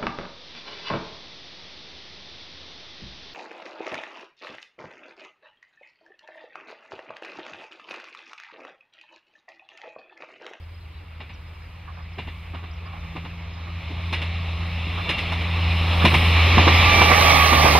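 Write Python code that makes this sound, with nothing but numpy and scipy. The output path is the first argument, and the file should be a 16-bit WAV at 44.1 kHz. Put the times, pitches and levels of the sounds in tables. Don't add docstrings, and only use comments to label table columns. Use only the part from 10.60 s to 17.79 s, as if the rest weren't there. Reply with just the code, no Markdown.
import sys
import numpy as np
from scipy import signal
from scipy.fft import rfft, irfft, next_fast_len
from scipy.io import wavfile
from scipy.ndimage import uniform_filter1d, map_coordinates

SR = 44100
rng = np.random.default_rng(int(sys.argv[2]) if len(sys.argv) > 2 else 0)


def unload_audio(sound):
    columns = np.transpose(np.atleast_2d(sound))
    steps = np.round(np.clip(columns, -1, 1) * 32767)
    wavfile.write(sys.argv[1], SR, steps.astype(np.int16))


def makeup_ratio(level_db):
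    decades = np.asarray(level_db, float) / 20
    return 10 ** decades


N = 317079

# time in s, rolling roar ahead in dB before air dulling, air hiss in dB.
TRAIN = [(0.0, -56, -82), (0.64, -51, -86), (1.1, -51, -82), (1.6, -47, -93), (2.98, -43.5, -86),
         (3.48, -38, -68), (3.94, -36.5, -68), (4.39, -34, -63), (4.95, -29.5, -60), (5.25, -27, -55.5),
         (5.54, -23.5, -46.5), (5.97, -20, -49.5), (6.29, -17.5, -41.5), (6.75, -27.5, -33),
         (7.19, -27.5, -35)]
# time in s, their roar in dB, share of the train to the right (0-1).
ALONGSIDE = [(0, -65.5, 0), (3, -52.5, 0.01), (5, -48, 0.06), (5.6, -35.5, 0), (6, -28, 0.65),
             (6.3, -22, 0.8), (6.6, -17, 0.77), (6.9, -16.5, 0.98), (7.19, -17.5, 0.97)]
# frequency in Hz, correlation (0-1).
ALIKE_AHEAD = [(100, 1), (300, 1), (700, 0.85), (1300, 0.83), (2000, 1), (3700, 1), (5000, 0.86),
               (5800, 0.11), (8500, 0.044), (10500, 0.73), (13000, 0.93), (15000, 0.17)]
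# frequency in Hz, correlation (0-1).
ALIKE_RIGHT = [(100, 0.75), (400, 0.91), (1300, 0.61), (1900, 1), (3000, 0.75), (4800, 0.79), (6300, 0.93),
               (9000, 0.94), (14000, 0.7)]


def unit(x):
    return x / np.sqrt(np.mean(x ** 2) + 1e-20)


def along(points, hz):
    f, v = np.transpose(points)
    return np.interp(np.log(hz + 1), np.log(f + 1), v)


def curves(rows):
    s, *cols = np.transpose(rows)
    return [np.interp(np.arange(N) / SR, s, c) for c in cols]


def right_share():
    return np.clip(curves(ALONGSIDE)[1], 0, 1)


def wobble(rate):
    return map_coordinates(rng.standard_normal(int(N * rate / SR) + 4), [np.arange(N) * rate / SR])


def filtered(x, response):
    m = next_fast_len(N + 8192)
    return irfft(rfft(x, m) * response(np.fft.rfftfreq(m, 1 / SR)), m)[..., :N]


def coloured(spectrum):
    return lambda hz: makeup_ratio(along(spectrum, hz))


def resonant(peaks, top_hz=np.inf):
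    def response(f):
        total = 0
        for k, (centre, width, db) in enumerate(peaks):
            damping = 1j * f * width
            total = total + (-1) ** k * makeup_ratio(db) * damping / (centre * centre - f * f + damping)
        return total / (1 + 1j * f / top_hz) ** 4
    return response


def rush(response, alike, patchy_db=None):
    pair = rng.standard_normal((2, N))
    if patchy_db:
        z = signal.stft(pair, nperseg=512)[2]
        patches = uniform_filter1d(rng.standard_normal(z.shape[1:]), size=6, axis=0)
        patches = uniform_filter1d(patches, size=10, axis=1)
        pair = signal.istft(z * makeup_ratio(patchy_db * unit(patches)), nperseg=512)[1][:, :N]

    def mid_side_gain(hz):
        angle = np.arccos(np.clip(along(alike, hz), -1, 1)) / 2
        return response(hz) * [np.cos(angle), np.sin(angle)]

    mid, side = filtered(pair, mid_side_gain)
    return unit(np.array([mid + side, mid - side]))


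def housing(x):
    # centre in Hz, width in Hz, gain of the cancelled part in dB.
    cancelled = [(4700, 510, -0.65)]
    return filtered(x, lambda hz: 1 - resonant(cancelled)(hz))


def from_right(pair):
    # frequency in Hz, left level over right in dB.
    left_over_right_db = [(170, 4), (340, 1.5), (700, -6), (1200, -7.5), (1800, -16), (2800, 2.5),
                          (4600, -8), (6500, 0.5), (8300, -7), (10000, 1), (12500, -16.5), (15000, -3)]
    # frequency in Hz, left phase lead over right in rad.
    left_lead_rad = [(100, 0), (340, -.4), (520, -1.3), (1300, -1), (1800, -.2), (3100, -.1), (4500, -2.2),
                     (5500, -3.3), (9100, -3.4), (10300, -6), (13000, -7.1)]
    half = np.array([[.5], [-.5]])

    def port_response(hz):
        level = makeup_ratio(half * along(left_over_right_db, hz))
        return level * np.exp(1j * half * along(left_lead_rad, hz))

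    return filtered(pair, port_response)


def heard_hz(abreast_s, nearest_m):
    # time in s, firing rate at rest in Hz.
    shaft = [(0, 75.6), (2, 76.82), (3.5, 77.85), (6, 78.43)]
    speed_m_s, sound_m_s = 25.5, 343
    past_m = speed_m_s * (np.arange(N) / SR - abreast_s)
    return curves(shaft)[0] / (1 + speed_m_s / sound_m_s * past_m / np.hypot(past_m, nearest_m))


def orders(shaft_hz, lines, drift_rad, drift_rate, waver_db):
    turn = 2 * np.pi * np.cumsum(shaft_hz) / SR
    total = 0
    for k, db in lines:
        size = makeup_ratio(db + waver_db * wobble(drift_rate))
        total = total + size * np.sin(k * turn + drift_rad * wobble(drift_rate))
    return np.sqrt(2) * total


def exhaust():
    # time in s, first order level in dB, second order level in dB.
    order_levels = [(0, -41, -59), (1.1, -42, -55), (1.6, -37.5, -50.5), (2.15, -35.5, -50.5),
                    (2.55, -40.5, -40.5), (3.0, -35.5, -46.5), (3.35, -30.5, -42.5), (3.95, -26.5, -40),
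                    (4.3, -27.5, -40), (4.55, -35, -39.5), (4.75, -27, -38), (5.05, -22, -35.5),
                    (5.6, -18, -31.5), (5.9, -16, -37), (6.05, -18, -44), (6.22, -17, -34.5),
                    (6.55, -22, -36), (7.19, -21.5, -29.5)]
    shaft_hz = heard_hz(abreast_s=6.88, nearest_m=10)
    return orders(shaft_hz, zip((1, 2), curves(order_levels)), drift_rad=0.54, drift_rate=9, waver_db=0.1)


def gears():
    def swell(peak_s, peak_db, loss_db):
        return peak_db - loss_db * (2 * (np.arange(N) / SR - peak_s)) ** 2

    shaft_hz = heard_hz(abreast_s=7.0, nearest_m=11)
    mesh_db = swell(6.59, -24, 7.8)
    strand_db = swell(6.84, -27.5, 20)
    double_db = swell(6.38, -24.5, 11)
    low = [(10, mesh_db - 7.5), (14, mesh_db), (15, strand_db)]
    whine = orders(shaft_hz, low, drift_rad=.35, drift_rate=22, waver_db=3)
    return whine + orders(shaft_hz, [(28, double_db)], drift_rad=.5, drift_rate=30, waver_db=3)


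def breeze():
    # frequency in Hz, relative density in dB per Hz.
    spectrum = [(12, -24), (25, -10), (45, 0), (70, -8), (120, -50)]
    # time in s, level in dB.
    gust = [(0, -52), (1.0, -50.5), (1.6, -51), (2.6, -50), (4, -56), (7.19, -48)]
    return makeup_ratio(curves(gust)[0] + 1.5 * wobble(4.05)) * rush(coloured(spectrum), ALIKE_AHEAD)


def open_field():
    # frequency in Hz, relative density in dB per Hz.
    spectrum = [(100, -15), (300, 3.5), (600, 0.5), (1200, 2), (2500, -3), (5000, -12), (7000, -59),
                (12000, -53), (15500, -57)]
    alike = [(100, 1.0), (500, 0.33), (1500, 0.31), (2200, 0.86), (3500, 0.5), (4500, 0.037)]
    return makeup_ratio(-53.5) * rush(coloured(spectrum), alike, patchy_db=2.4)


def rumble():
    # frequency in Hz, relative density in dB per Hz.
    spectrum = [(15, -34), (28, -10), (45, -1), (65, 8.5), (100, 2.5), (140, -6.5), (200, -16), (300, -78)]
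    rumble_db = -41.5 + 0.53 * (curves(TRAIN)[0] + 44.5)
    return makeup_ratio(rumble_db + 0.37 * wobble(2.3)) * rush(coloured(spectrum), ALIKE_AHEAD)


def roar_ahead():
    # frequency in Hz, relative density in dB per Hz.
    spectrum = [(110, -5), (190, -1), (199, -3.5), (309, -5), (378, -8.5), (1200, -3.5), (1500, -14.5),
                (2290, -1), (2800, -2.5), (3130, -8), (3960, -8), (4700, -18), (5080, -15), (5760, -30.5),
                (8000, -44), (10400, -61), (17600, -120)]
    # centre in Hz, width in Hz, relative level in dB.
    modes = [(2325, 30, -3), (2765, 25, 0), (3540, 25, -1)]
    roar_db = curves(TRAIN)[0]
    roar = makeup_ratio(roar_db + 0.38 * wobble(6.1)) * rush(coloured(spectrum), ALIKE_AHEAD, patchy_db=1.4)
    sing_gain = (1 - right_share()) * makeup_ratio(roar_db - 12.5 + 5.1 * wobble(2.92))
    roar = roar + sing_gain * rush(resonant(modes, top_hz=4500), ALIKE_AHEAD)
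    dulling = makeup_ratio(np.clip(1.4 * (roar_db + 41.5), -5, 1)) - 1
    return roar + dulling * filtered(roar, lambda hz: 1 / (1 + (2900 / (hz + 1)) ** 6))


def roar_beside():
    # frequency in Hz, relative density in dB per Hz.
    spectrum = [(60, -8), (110, -10.5), (160, -9), (390, -10), (810, -2), (970, -7.5), (1200, -4.5),
                (1500, -16), (2200, -4), (3300, -11), (5000, -15.5), (6000, -15.5), (7000, -28),
                (7800, -44), (10000, -70), (16500, -120)]
    beside_db = curves(ALONGSIDE)[0]
    return makeup_ratio(beside_db + 0.91 * wobble(11)) * rush(coloured(spectrum), ALIKE_RIGHT, patchy_db=1.8)


def air_hiss():
    # frequency in Hz, relative density in dB per Hz.
    spectrum = [(4240, -28), (7200, -18), (8330, -0.5), (9120, -1.5), (10300, -5), (11900, -6),
                (14500, -8.5), (15600, -6.5)]
    share = right_share()
    gain = makeup_ratio(curves(TRAIN)[1] + .7 * wobble(12))
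    ahead = np.sqrt(1 - share) * gain * rush(coloured(spectrum), ALIKE_AHEAD)
    right = np.sqrt(share) * gain * rush(coloured(spectrum), ALIKE_RIGHT, patchy_db=.7)
    return ahead, right


def chirps_and_shimmer():
    # start in s, level in dB, start in Hz, end in Hz, length in s.
    chirps = [(.025, -61, 5350, 4750, .025), (.14, -57, 5160, 4700, 0.024), (.175, -60, 5150, 4800, .02),
              (.2, -60, 4170, 3920, .06), (.33, -56, 4000, 3900, .027), (.361, -56, 3950, 3870, 0.023),
              (.732, -60, 6060, 4700, 0.028), (0.86, -62, 4950, 5100, 0.041), (1.02, -59, 5150, 4780, .025),
              (1.42, -62, 5300, 4700, .022), (1.53, -57, 5350, 4770, .022), (2.108, -54, 4700, 5500, .015),
              (2.128, -61, 5950, 4700, 0.029), (2.255, -52, 4870, 4800, 0.027),
              (2.41, -61, 5070, 4800, .025), (2.815, -62, 5260, 4700, .025), (2.901, -58, 4700, 5000, .018),
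              (2.93, -56, 5270, 4800, .025), (2.97, -57, 5200, 4870, .022), (3.805, -52, 5120, 4600, 0.032)]
    when, size, pitch = rng.random((45, 3)).T
    top_hz = 5200 + 300 * (pitch - .5)
    shimmer = zip(when * 3.6, -67.5 + 8 * (size - .5), top_hz, top_hz - 350, 0.028 * (.5 + pitch))
    notes = np.zeros(N + SR, complex)
    for s, db, start_hz, end_hz, length_s in [*chirps, *shimmer]:
        u = np.linspace(0, 1, int(length_s * SR))
        glide_hz = start_hz + (end_hz - start_hz) * u ** 1.33
        envelope = np.sqrt(np.abs(np.sin(np.pi * u)))
        whistle = np.exp(2j * np.pi * np.cumsum(glide_hz) / SR)
        notes[int(s * SR):][:len(u)] += makeup_ratio(db) * envelope * whistle
    flutter = makeup_ratio(3 * wobble(200)) * np.exp(.6j * wobble(350))
    call = flutter * notes[:N]
    return housing(call.real) + .7 * call.imag * np.array([[1], [-1]])


def axles(s, db, second_db, gap_s):
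    return np.r_[s, s + gap_s], np.r_[db, db + second_db]


def bursts(s, db, response, rise, t60, blow_db):
    t = np.arange(SR // 4) / SR
    at = (s * SR).astype(int)
    envelope = makeup_ratio(-60 * t / t60) * (1 - np.exp(-t / rise))
    rattle = signal.fftconvolve(np.bincount(at, makeup_ratio(db), N), envelope)[:N]
    ring = filtered(np.eye(1, N)[0], response)
    blows = np.bincount(at, makeup_ratio(db + blow_db), N)
    return rattle * rush(response, ALIKE_AHEAD) + filtered(blows, response) / np.abs(ring).max()


def joints():
    # first axle in s, reference level in dB, second axle in dB re first,
    # thump and wheel ring in dB re reference; the parts add offsets below.
    bogies = [(0.602, -27.5, -6, -12.5, -14), (1.582, -21.5, -6.5, -11, -14.5),
              (1.942, -28.5, -5.5, -9.5, -14.5), (2.557, -20.5, -3.5, -13, -19), (3.307, -39.5, -25, 6, -6),
              (3.525, -18.5, -6.5, -14, -7), (4.177, -39.5, 3, 1, -14), (4.49, -17, -5.5, -11, -6),
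              (4.718, -19, -5, -20, -11.5), (5.448, -4, -3.5, -10.5, -12), (5.977, -3, -0.5, -14, -19.5),
              (6.414, -3, -1.5, -20, -20), (6.61, -11, -10, -19, -32), (6.925, -3.5, -20, -17, -19),
              (7.048, 1, -3, -20.5, -41)]
    # centre in Hz, width in Hz, relative level in dB.
    bogie_modes = [(135, 33, -2.5), (238, 76, 0), (328, 187, -4)]
    body_modes = [(538, 200, -3.5), (756, 143, 2), (1040, 280, 1.5)]
    wheel_modes = [(2055, 550, 1), (2385, 180, 7), (2797, 143, 7.5), (3535, 240, 4), (4010, 460, 0),
                   (5070, 83, 0.5)]
    # frequency in Hz, relative level in dB.
    tick_spectrum = [(3000, -50), (5500, 4), (7500, -14), (10000, -5), (13500, -17), (15800, -35)]
    share = right_share()
    first_s, db, second_db, thump_db, wheel_db = np.transpose(bogies)
    gap_ahead_s, gap_right_s = .09, .101
    gap_s = gap_ahead_s + (gap_right_s - gap_ahead_s) * share[(first_s * SR).astype(int)]
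    s, knock_db = axles(first_s, db, second_db, gap_s)
    thump_db = knock_db + np.tile(thump_db, 2)
    wheel_db = knock_db + np.tile(wheel_db, 2)
    roar_db = curves(TRAIN)[0][(s * SR).astype(int)]
    tick_db = wheel_db - 16.5 + 0.89 * np.minimum(roar_db + 36, 0)
    sharper_db = 7 * np.clip((roar_db + 32) / 10, 0, 1)
    knocks = bursts(s - .006, thump_db + 7, resonant(bogie_modes, top_hz=940),
                    rise=0.017, t60=0.12, blow_db=-9 + sharper_db)
    knocks += bursts(s + 0.00303, knock_db - 6, resonant(body_modes, top_hz=2400),
                     rise=0.0053, t60=0.07, blow_db=-6 + sharper_db)
    knocks += bursts(s, wheel_db + 4, resonant(wheel_modes, top_hz=5500), rise=0.0035, t60=0.2, blow_db=-13)
    knocks += bursts(s, tick_db, coloured(tick_spectrum), rise=0.0035, t60=0.15, blow_db=-14)
    return np.sqrt(1 - share) * knocks, np.sqrt(share) * knocks


def echoes():
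    # first axle in s, level in dB before a 5 dB cut, second axle in dB re first.
    returns = [(1.282, -30, -1.5), (1.94, -28.5, -4), (2.259, -31, -21), (2.334, -30, -4), (2.97, -32.5, 0),
               (3.373, -32, -5), (3.999, -32, -10), (4.383, -20.5, -4), (5.022, -30, -14),
               (5.417, -12.5, -5)]
    # centre in Hz, width in Hz, relative level in dB.
    wall_modes = [(780, 230, -3), (1164, 136, 4), (1770.3, 280, -7)]
    s, db = axles(*np.transpose(returns), gap_s=.094)
    return bursts(s - .004, db - 5, resonant(wall_modes, top_hz=2500), rise=0.011, t60=0.15, blow_db=-3)


def scene():
    hiss_ahead, hiss_right = air_hiss()
    knocks_ahead, knocks_right = joints()
    ahead = rumble() + roar_ahead() + hiss_ahead + knocks_ahead
    right = gears() + roar_beside() + hiss_right + knocks_right + echoes()
    return exhaust() + breeze() + open_field() + housing(ahead) + chirps_and_shimmer() + from_right(right)


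def low_pass(x):
    return signal.sosfilt(signal.butter(12, 15740, fs=SR, output="sos"), x)


def record(dry):
    top_hz = 15750
    clipped = dry / (1 + np.abs(dry) ** 8) ** (1 / 8)
    mix = filtered(clipped, lambda hz: hz < top_hz)
    return low_pass(mix)


dry = scene()
out = record(dry)
unload_audio(out)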